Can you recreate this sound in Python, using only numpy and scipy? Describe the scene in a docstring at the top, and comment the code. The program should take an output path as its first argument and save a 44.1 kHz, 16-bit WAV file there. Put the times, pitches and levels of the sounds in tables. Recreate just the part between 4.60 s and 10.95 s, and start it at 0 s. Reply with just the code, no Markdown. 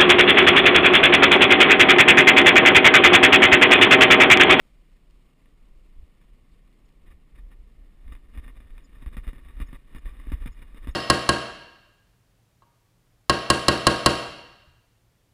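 """A mountain bike rolls from smooth dirt onto loose rock, heard from a camera on the rider.
The tyres hum, hiss and snap over grit while gusts and sway rumble on the microphone.
Stones knock through the frame and thud in the camera mount, chain and cables clatter
as the bike shakes, and deep jolts swing the camera. A few thin chirps sit far back."""
import sys
import numpy as np
from scipy import signal
from scipy.fft import rfft, irfft
from scipy.io import wavfile
from scipy.ndimage import uniform_filter1d

SR = 44100
rng = np.random.default_rng(int(sys.argv[2]) if len(sys.argv) > 2 else 0)


def output_pcm(signal):
    """Save a mono or channel-first signal as 16-bit PCM at the path in sys.argv[1].

    Samples are clipped to [-1, 1] before scaling.
    """
    pcm = np.clip(np.atleast_2d(signal).T, -1, 1) * 32767
    wavfile.write(sys.argv[1], SR, np.round(pcm).astype(np.int16))


N = 280035
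TIME = np.arange(N) / SR


def from_db(db):
    """Decibels to gain."""
    return 10 ** (np.asarray(db) / 20)


def rms_one(x):
    """Scale to rms 1."""
    return x / np.sqrt(np.mean(x ** 2) + 1e-20)


def curve(points):
    """A fader move: straight lines through (time_s, value) points."""
    return np.interp(TIME, *np.transpose(points))


def cut(x, hz, kind, order=2):
    """Butterworth filter."""
    return signal.sosfilt(signal.butter(order, hz, kind, fs=SR, output="sos"), x + 1e-18)


def noise(colour):
    """Noise coloured by (freq_hz, gain_db) points, rms 1."""
    hz, db = np.transpose(colour)
    bins_hz = np.fft.rfftfreq(N, 1 / SR)
    shape_db = np.interp(np.log(bins_hz + 1), np.log(hz), db, right=-120)
    return rms_one(irfft(rfft(rng.standard_normal(N)) * from_db(shape_db), N))


def drift(per_s):
    """A random wander with a spread near 1."""
    return np.interp(TIME * per_s, np.arange(N), rng.standard_normal(N))


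def steady(x, samples):
    """Even out the swells of a noise over a sliding window."""
    return x / np.sqrt(uniform_filter1d(x * x, samples) + 1e-9)


def resonance(x, hz, width_hz):
    """Two-pole resonance with gain 1 at its peak."""
    radius = np.exp(-np.pi * width_hz / SR)
    feedback = [1, -2 * radius * np.cos(2 * np.pi * hz / SR), radius ** 2]
    return signal.lfilter(np.array([1, 0, -1]) * (1 - radius ** 2) / 2, feedback, x + 1e-18)


def grains(per_s, spread_db):
    """Tiny contacts at random moments and of uneven size, rms 1."""
    sizes = from_db(spread_db * np.minimum(rng.exponential(1, N), 3))
    signs = rng.choice([-1, 1], N)
    return rms_one(sizes * signs * (rng.random(N) < per_s / SR))


def add(track, start_s, sound):
    """Mix a sound into a track from start_s on."""
    at = max(0, round(start_s * SR))
    track[at:at + len(sound)] += sound[:max(0, N - at)]


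def hump(peak_s, width_s):
    """A bell-shaped swell of height 1."""
    return np.exp(-.5 * np.minimum(((TIME - peak_s) / width_s) ** 2, 100))


# Fader of the tread hum, before trim and roughness: time_s, level_db
HUM_LEVEL = [(0.0, -68), (1.64, -66.5), (4.4, -63.5), (4.54, -61.5), (5.09, -67), (5.64, -64), (5.92, -66),
             (6.35, -64)]
# Low, warm colour of the tread: freq_hz, gain_db
HUM_COLOUR = [(50, -6), (90, -2.5), (130, 1.5), (190, -0.5), (260, -3), (350, -6.5), (500, -12),
              (800, -20.5), (2000, -56)]


def tyre_hum(trim_db=2.0, rough_loss_db=-4):
    """The tread hums on packed dirt and loses some of its hum on rough ground."""
    rough_db = curve(TRAIL_ROUGHNESS)
    looseness = (rough_db - rough_db.min()) / np.ptp(rough_db)
    level = from_db(curve(HUM_LEVEL) + trim_db + rough_loss_db * looseness)
    return level * steady(noise(HUM_COLOUR), samples=2500)


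# Fader of the dirt under the tyres, held after its last point: time_s, level_db
DIRT_LEVEL = [(0, -70.5), (.25, -74.5), (1.25, -74), (1.42, -74), (2.4, -75)]
# Colour of the dirt hiss: freq_hz, gain_db
DIRT_COLOUR = [(290, -45), (500, -5), (847, -8), (1130, -1), (1230, -5), (1650, -11.5), (2130, -4.5),
               (2610, -7.5), (2880, -8.5), (5160, -17.5), (6120, -18.5), (8860, -21.5), (11400, -34),
               (15000, -24)]


def dirt_hiss(grit_db=-13, grit_hz=2880):
    """Tyres on packed dirt: a soft hiss with tiny ringing ticks of grit."""
    hiss = from_db(1.15 * drift(per_s=90)) * noise(DIRT_COLOUR)
    ticks = resonance(grains(per_s=400, spread_db=7.5), grit_hz, width_hz=170)
    return from_db(curve(DIRT_LEVEL)) * (hiss + from_db(grit_db) * rms_one(ticks))


# Gusts at the microphone: time_s, level_db
GUST_LEVEL = [(0, -59), (0.6, -55), (0.73, -70.5), (1.19, -41.5), (1.29, -58.5), (1.43, -50.5), (1.57, -64),
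              (1.76, -47), (1.87, -57.5), (2.08, -54), (2.68, -58), (2.82, -41), (3.15, -55.5), (3.53, -38),
              (3.62, -51.5), (4.19, -44), (4.27, -72), (6.35, -67)]
# Sub-heavy colour of the buffeting: freq_hz, gain_db
WIND_COLOUR = [(15, -4), (32, 8.5), (50, -5.5), (70, -11.5), (100, -35.5), (160, -42.5), (400, -72)]


def wind(shake, sway_db=5.0, flutter_db=4.5):
    """Gusts buffet the microphone, and so does the swaying of the camera as the bike shakes."""
    gusts = from_db(curve(GUST_LEVEL) + flutter_db * drift(per_s=15))
    sway = from_db(sway_db) * uniform_filter1d(shake, size=3500)
    return np.hypot(gusts, sway) * steady(noise(WIND_COLOUR), samples=3600)


# Bed of shaking that the trail keeps up: time_s, level_db
TRAIL_ROUGHNESS = [(0, -67.5), (2.4, -64.5), (3.3, -62), (3.7, -57.5), (4.28, -56), (4.36, -51),
                   (4.5, -57.5), (4.95, -49.5), (5.1, -48.5), (5.23, -58.5), (5.31, -53.5), (5.43, -54.5),
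                   (5.66, -44), (5.92, -53), (5.98, -47.5), (6.06, -50.5), (6.35, -50.5)]
# Bumps that shake chain and cables into a clatter: peak_s, level_db
CLATTER_BUMPS = [(2.474, -46.5), (2.516, -45.5), (2.761, -49), (2.793, -47.5), (2.926, -45), (3.745, -44.5),
                 (3.837, -44), (3.967, -49.5), (4.355, -54), (4.419, -46), (4.538, -43.5), (5.027, -45),
                 (5.155, -40.5), (5.375, -40.5), (5.462, -40), (5.492, -38), (5.545, -52), (5.609, -44),
                 (6.022, -40), (6.176, -40.5)]


def shaking(climb_db=-10, climb_lead_s=0.029, clatter_db=-0.5, clatter_lag_s=0.014, rise_s=0.0059):
    """Envelope of the bike's shaking: the trail's bed, swelling at bumps and around each stone."""
    power = from_db(curve(TRAIL_ROUGHNESS)) ** 2
    for peak_s, db in CLATTER_BUMPS:
        power += (from_db(db) * hump(peak_s, width_s=0.01)) ** 2
    age = TIME[:SR // 4] / rise_s
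    swell = (age / 2) ** 2 * np.exp(2 - age)  # fast attack, peak at twice rise_s, slower release
    clatter = np.zeros(N)
    for hit_s, crack_db, thud_db in STONE_HITS:
        # The tyre climbs the stone before the hit; loose parts clatter after it.
        power += (from_db(crack_db + climb_db) * hump(hit_s - climb_lead_s, width_s=0.013)) ** 2
        gain = from_db(crack_db + clatter_db) * stone_weight(thud_db)
        add(clatter, hit_s + clatter_lag_s - 2 * rise_s, gain * swell)
    flicker = from_db(3.0 * drift(per_s=130))
    return np.hypot(np.sqrt(power), clatter) * flicker


def rattle(shake):
    """Force of chain, cables and gravel: dense contacts as strong as the shaking."""
    return shake * steady(grains(per_s=4000, spread_db=3.5), samples=400)


# Modes of the frame and camera housing: pitch_hz, width_hz, gain_db
FRAME_MODES = [(449, 180, -3.5), (938, 69, -4), (1146, 107, 0), (1825, 106, 2), (2105, 170, -3),
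               (2450, 170, -5), (2850, 93, -5.5), (3515, 165, -8), (3752, 99, -8), (5190, 260, -16)]


def frame_ring(force, rolloff_hz=4300):
    """Every contact rings the same modes, in alternating polarity; the mount dulls the top end."""
    rings = sum((-1) ** k * from_db(db) * resonance(force, hz, width_hz)
                for k, (hz, width_hz, db) in enumerate(FRAME_MODES))
    return cut(rings, rolloff_hz, "low", order=3)


def shudder(shake, mount_db=-16, mount_hz=262, tyre_db=-15, tyre_hz=95):
    """Rough ground keeps the camera mount and the tyres ringing."""
    mount = rms_one(cut(resonance(rng.standard_normal(N), mount_hz, width_hz=65), 360, "low"))
    tyre = rms_one(cut(resonance(rng.standard_normal(N), tyre_hz, width_hz=51), 140, "low"))
    return shake * (from_db(mount_db) * mount + from_db(tyre_db) * tyre)


# Grit and twigs under the tyres, levels before the band-pass: start_s, level_db, decay_s
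TWIG_SNAPS = [(0.33, -68.5, 0.018), (0.5, -58, 0.0022), (0.508, -52, 0.0026), (1.915, -66, 0.02),
              (1.944, -58, 0.002), (2.128, -58, 0.0022), (2.289, -60, 0.004)]


def twig_snaps(band_hz=(2200, 4800)):
    """Small bright cracks and scrapes that reach the microphone through the air."""
    out, age = np.zeros(N), TIME[:SR // 20]
    for start_s, db, decay_s in TWIG_SNAPS:
        add(out, start_s, from_db(db) * rng.standard_normal(len(age)) * np.exp(-age / decay_s))
    return cut(out, band_hz, "band")


# Stones striking the wheels, levels relative: start_s, crack_db, thud_db
STONE_HITS = [(0.857, -53, -74.5), (1.613, -52.5, -67), (3.479, -46.5, -62), (3.522, -38.5, -55),
              (3.551, -40, -96), (3.764, -49, -54), (3.774, -37.5, -52), (3.863, -47, -53.5),
              (3.879, -40, -58), (4.003, -43, -57.5), (4.105, -47.5, -76), (4.179, -41, -69),
              (4.424, -50.5, -52), (4.461, -36.5, -50.5), (4.568, -31.5, -42.5), (4.668, -40.5, -49.5),
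              (4.677, -35, -51), (4.731, -42, -50.5), (4.781, -45.5, -56), (4.848, -46.5, -81),
              (4.885, -43.5, -73), (5.001, -33, -42.5), (5.129, -38, -46), (5.348, -37, -47),
              (5.456, -41, -56), (5.67, -45, -47), (5.719, -31, -37.5), (5.859, -33, -40.5),
              (6.145, -44.5, -52.5), (6.272, -32, -40)]


def stone_knocks(click_db=24, push_db=27, contact_s=0.0013, crunch_db=3, attack_s=0.00057,
                 decay_s=0.0055, rebound_s=0.0075, rebound_db=-6):
    """Force of each stone: a sharp click, a dull push, a crunchy tail, then a softer rebound."""
    force, age = np.zeros(N), TIME[:SR // 10]
    crunch = from_db(crunch_db) * np.exp(-age / decay_s) * (1 - np.exp(-age / attack_s))
    push = from_db(push_db) * np.exp(-age / contact_s) / (contact_s * SR)
    for start_s, crack_db, thud_db in STONE_HITS:
        rebound = from_db(rebound_db) * stone_weight(thud_db)
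        for lag_s, gain in ((0, 1), (rebound_s, rebound)):
            crack = crunch * rng.standard_normal(len(age))
            crack[0] = -from_db(click_db)
            add(force, start_s + lag_s, gain * (from_db(crack_db) * crack - from_db(thud_db) * push))
    return force


def stone_weight(thud_db, hard_thud_db=-36, db_per_db=0.22):
    """Gain of a stone's rebound and clatter: 1 for a hard thud, less for lighter ones."""
    return from_db(db_per_db * (thud_db - hard_thud_db))


def stone_thuds(mount_db=12.5, mount_hz=255, mount_s=0.0048, tyre_db=4, tyre_hz=112, tyre_s=0.014):
    """Each stone sets the camera mount ringing briefly, over the duller bump of the tyre."""
    out, age = np.zeros(N), TIME[:SR // 10]
    for start_s, _, thud_db in STONE_HITS:
        mount_tune, tyre_tune = rng.normal(1, 0.063, 2)
        mount = np.sin(2 * np.pi * mount_hz * mount_tune * age) * np.exp(-age / mount_s)
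        tyre = np.sin(2 * np.pi * tyre_hz * tyre_tune * age) * np.exp(-age / tyre_s)
        add(out, start_s, from_db(thud_db) * (from_db(tyre_db) * tyre - from_db(mount_db) * mount))
    return out


# Thin, faint chirps: start_s, level_db, length_s, end_pitch_hz
THIN_CHIRPS = [(2.25, -74, 0.015, 6960), (3.526, -71, 0.019, 7000), (4.236, -66.5, 0.03, 7080),
               (5.063, -68.5, 0.021, 6730), (5.382, -69, 0.018, 6960), (5.913, -69, 0.031, 6880),
               (6.305, -67, 0.024, 6800)]


def chirps(start_hz=6500, rasp_hz=110):
    """Short whistles that slide up from a common pitch, with a rasp in pitch and level."""
    out, waver_hz = np.zeros(N), rasp_hz * drift(per_s=900)
    for start_s, db, length_s, end_hz in THIN_CHIRPS:
        along = np.linspace(0, 1, int(length_s * SR))
        pitch_hz = end_hz + (start_hz - end_hz) * (1 - along) ** 3
        pitch_hz += np.interp(start_s + along * length_s, TIME, waver_hz)
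        whistle = np.sin(2 * np.pi * np.cumsum(pitch_hz) / SR)
        add(out, start_s, from_db(db) * np.sin(np.pi * along) * whistle)
    return out * from_db(1.1 * drift(per_s=290))


# Deep jolts that swing the camera, levels before trim: centre_s, level_db
DEEP_JOLTS = [(3.518, -34.5), (3.783, -29), (4.47, -27.5), (4.584, -32), (4.68, -27), (4.973, -34),
              (5.021, -26.5), (5.46, -31.5), (5.682, -31), (5.738, -22.5), (5.817, -33), (5.847, -36),
              (6.29, -26)]


def jolts(width_s=0.006, trim_db=4.5, stiffening_per_db=0.024, recoil=0.41):
    """A deep bump lifts the camera, drops it and throws it back higher; harder ones are tighter."""
    out, mean_db = np.zeros(N), np.mean(DEEP_JOLTS, axis=0)[1]
    for centre_s, db in DEEP_JOLTS:
        swing_s = width_s * np.exp(-stiffening_per_db * (db - mean_db))
        offset = (TIME - centre_s) / swing_s
        swing = (offset ** 2 - 1) * np.exp(-.5 * offset ** 2)
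        out += from_db(db + trim_db) * swing * (1 + recoil * offset)
    return out


def scene():
    """Mono mix: the bike's knocks and rattle over a bed of tyre hum, wind and dirt."""
    shake = shaking()
    frame = frame_ring(stone_knocks() + rattle(shake))
    low_end = stone_thuds() + jolts() + shudder(shake)
    bed = tyre_hum() + wind(shake) + dirt_hiss()
    return (frame + low_end + bed + twig_snaps() + chirps())[None]


def record(dry, mirror_hz=12000, mirror_db=-2, notch_width_hz=700, rolloff_hz=14200, cutoff_hz=15300):
    """The camera mirrors the sound faintly around mirror_hz, dips at half that and cuts the top."""
    slope = cut(np.diff(dry, prepend=dry[:, :1]), 50, "high", order=1)
    wet = dry + from_db(mirror_db) * slope * 2 * np.cos(2 * np.pi * mirror_hz * TIME)
    wet -= 0.73 * resonance(wet, mirror_hz / 2, notch_width_hz)
    wet = cut(wet, rolloff_hz, "low")
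    brick_wall = signal.ellip(10, .2, 70, cutoff_hz, fs=SR, output="sos")
    return signal.sosfilt(brick_wall, wet)


dry = scene()
out = record(dry)
output_pcm(out)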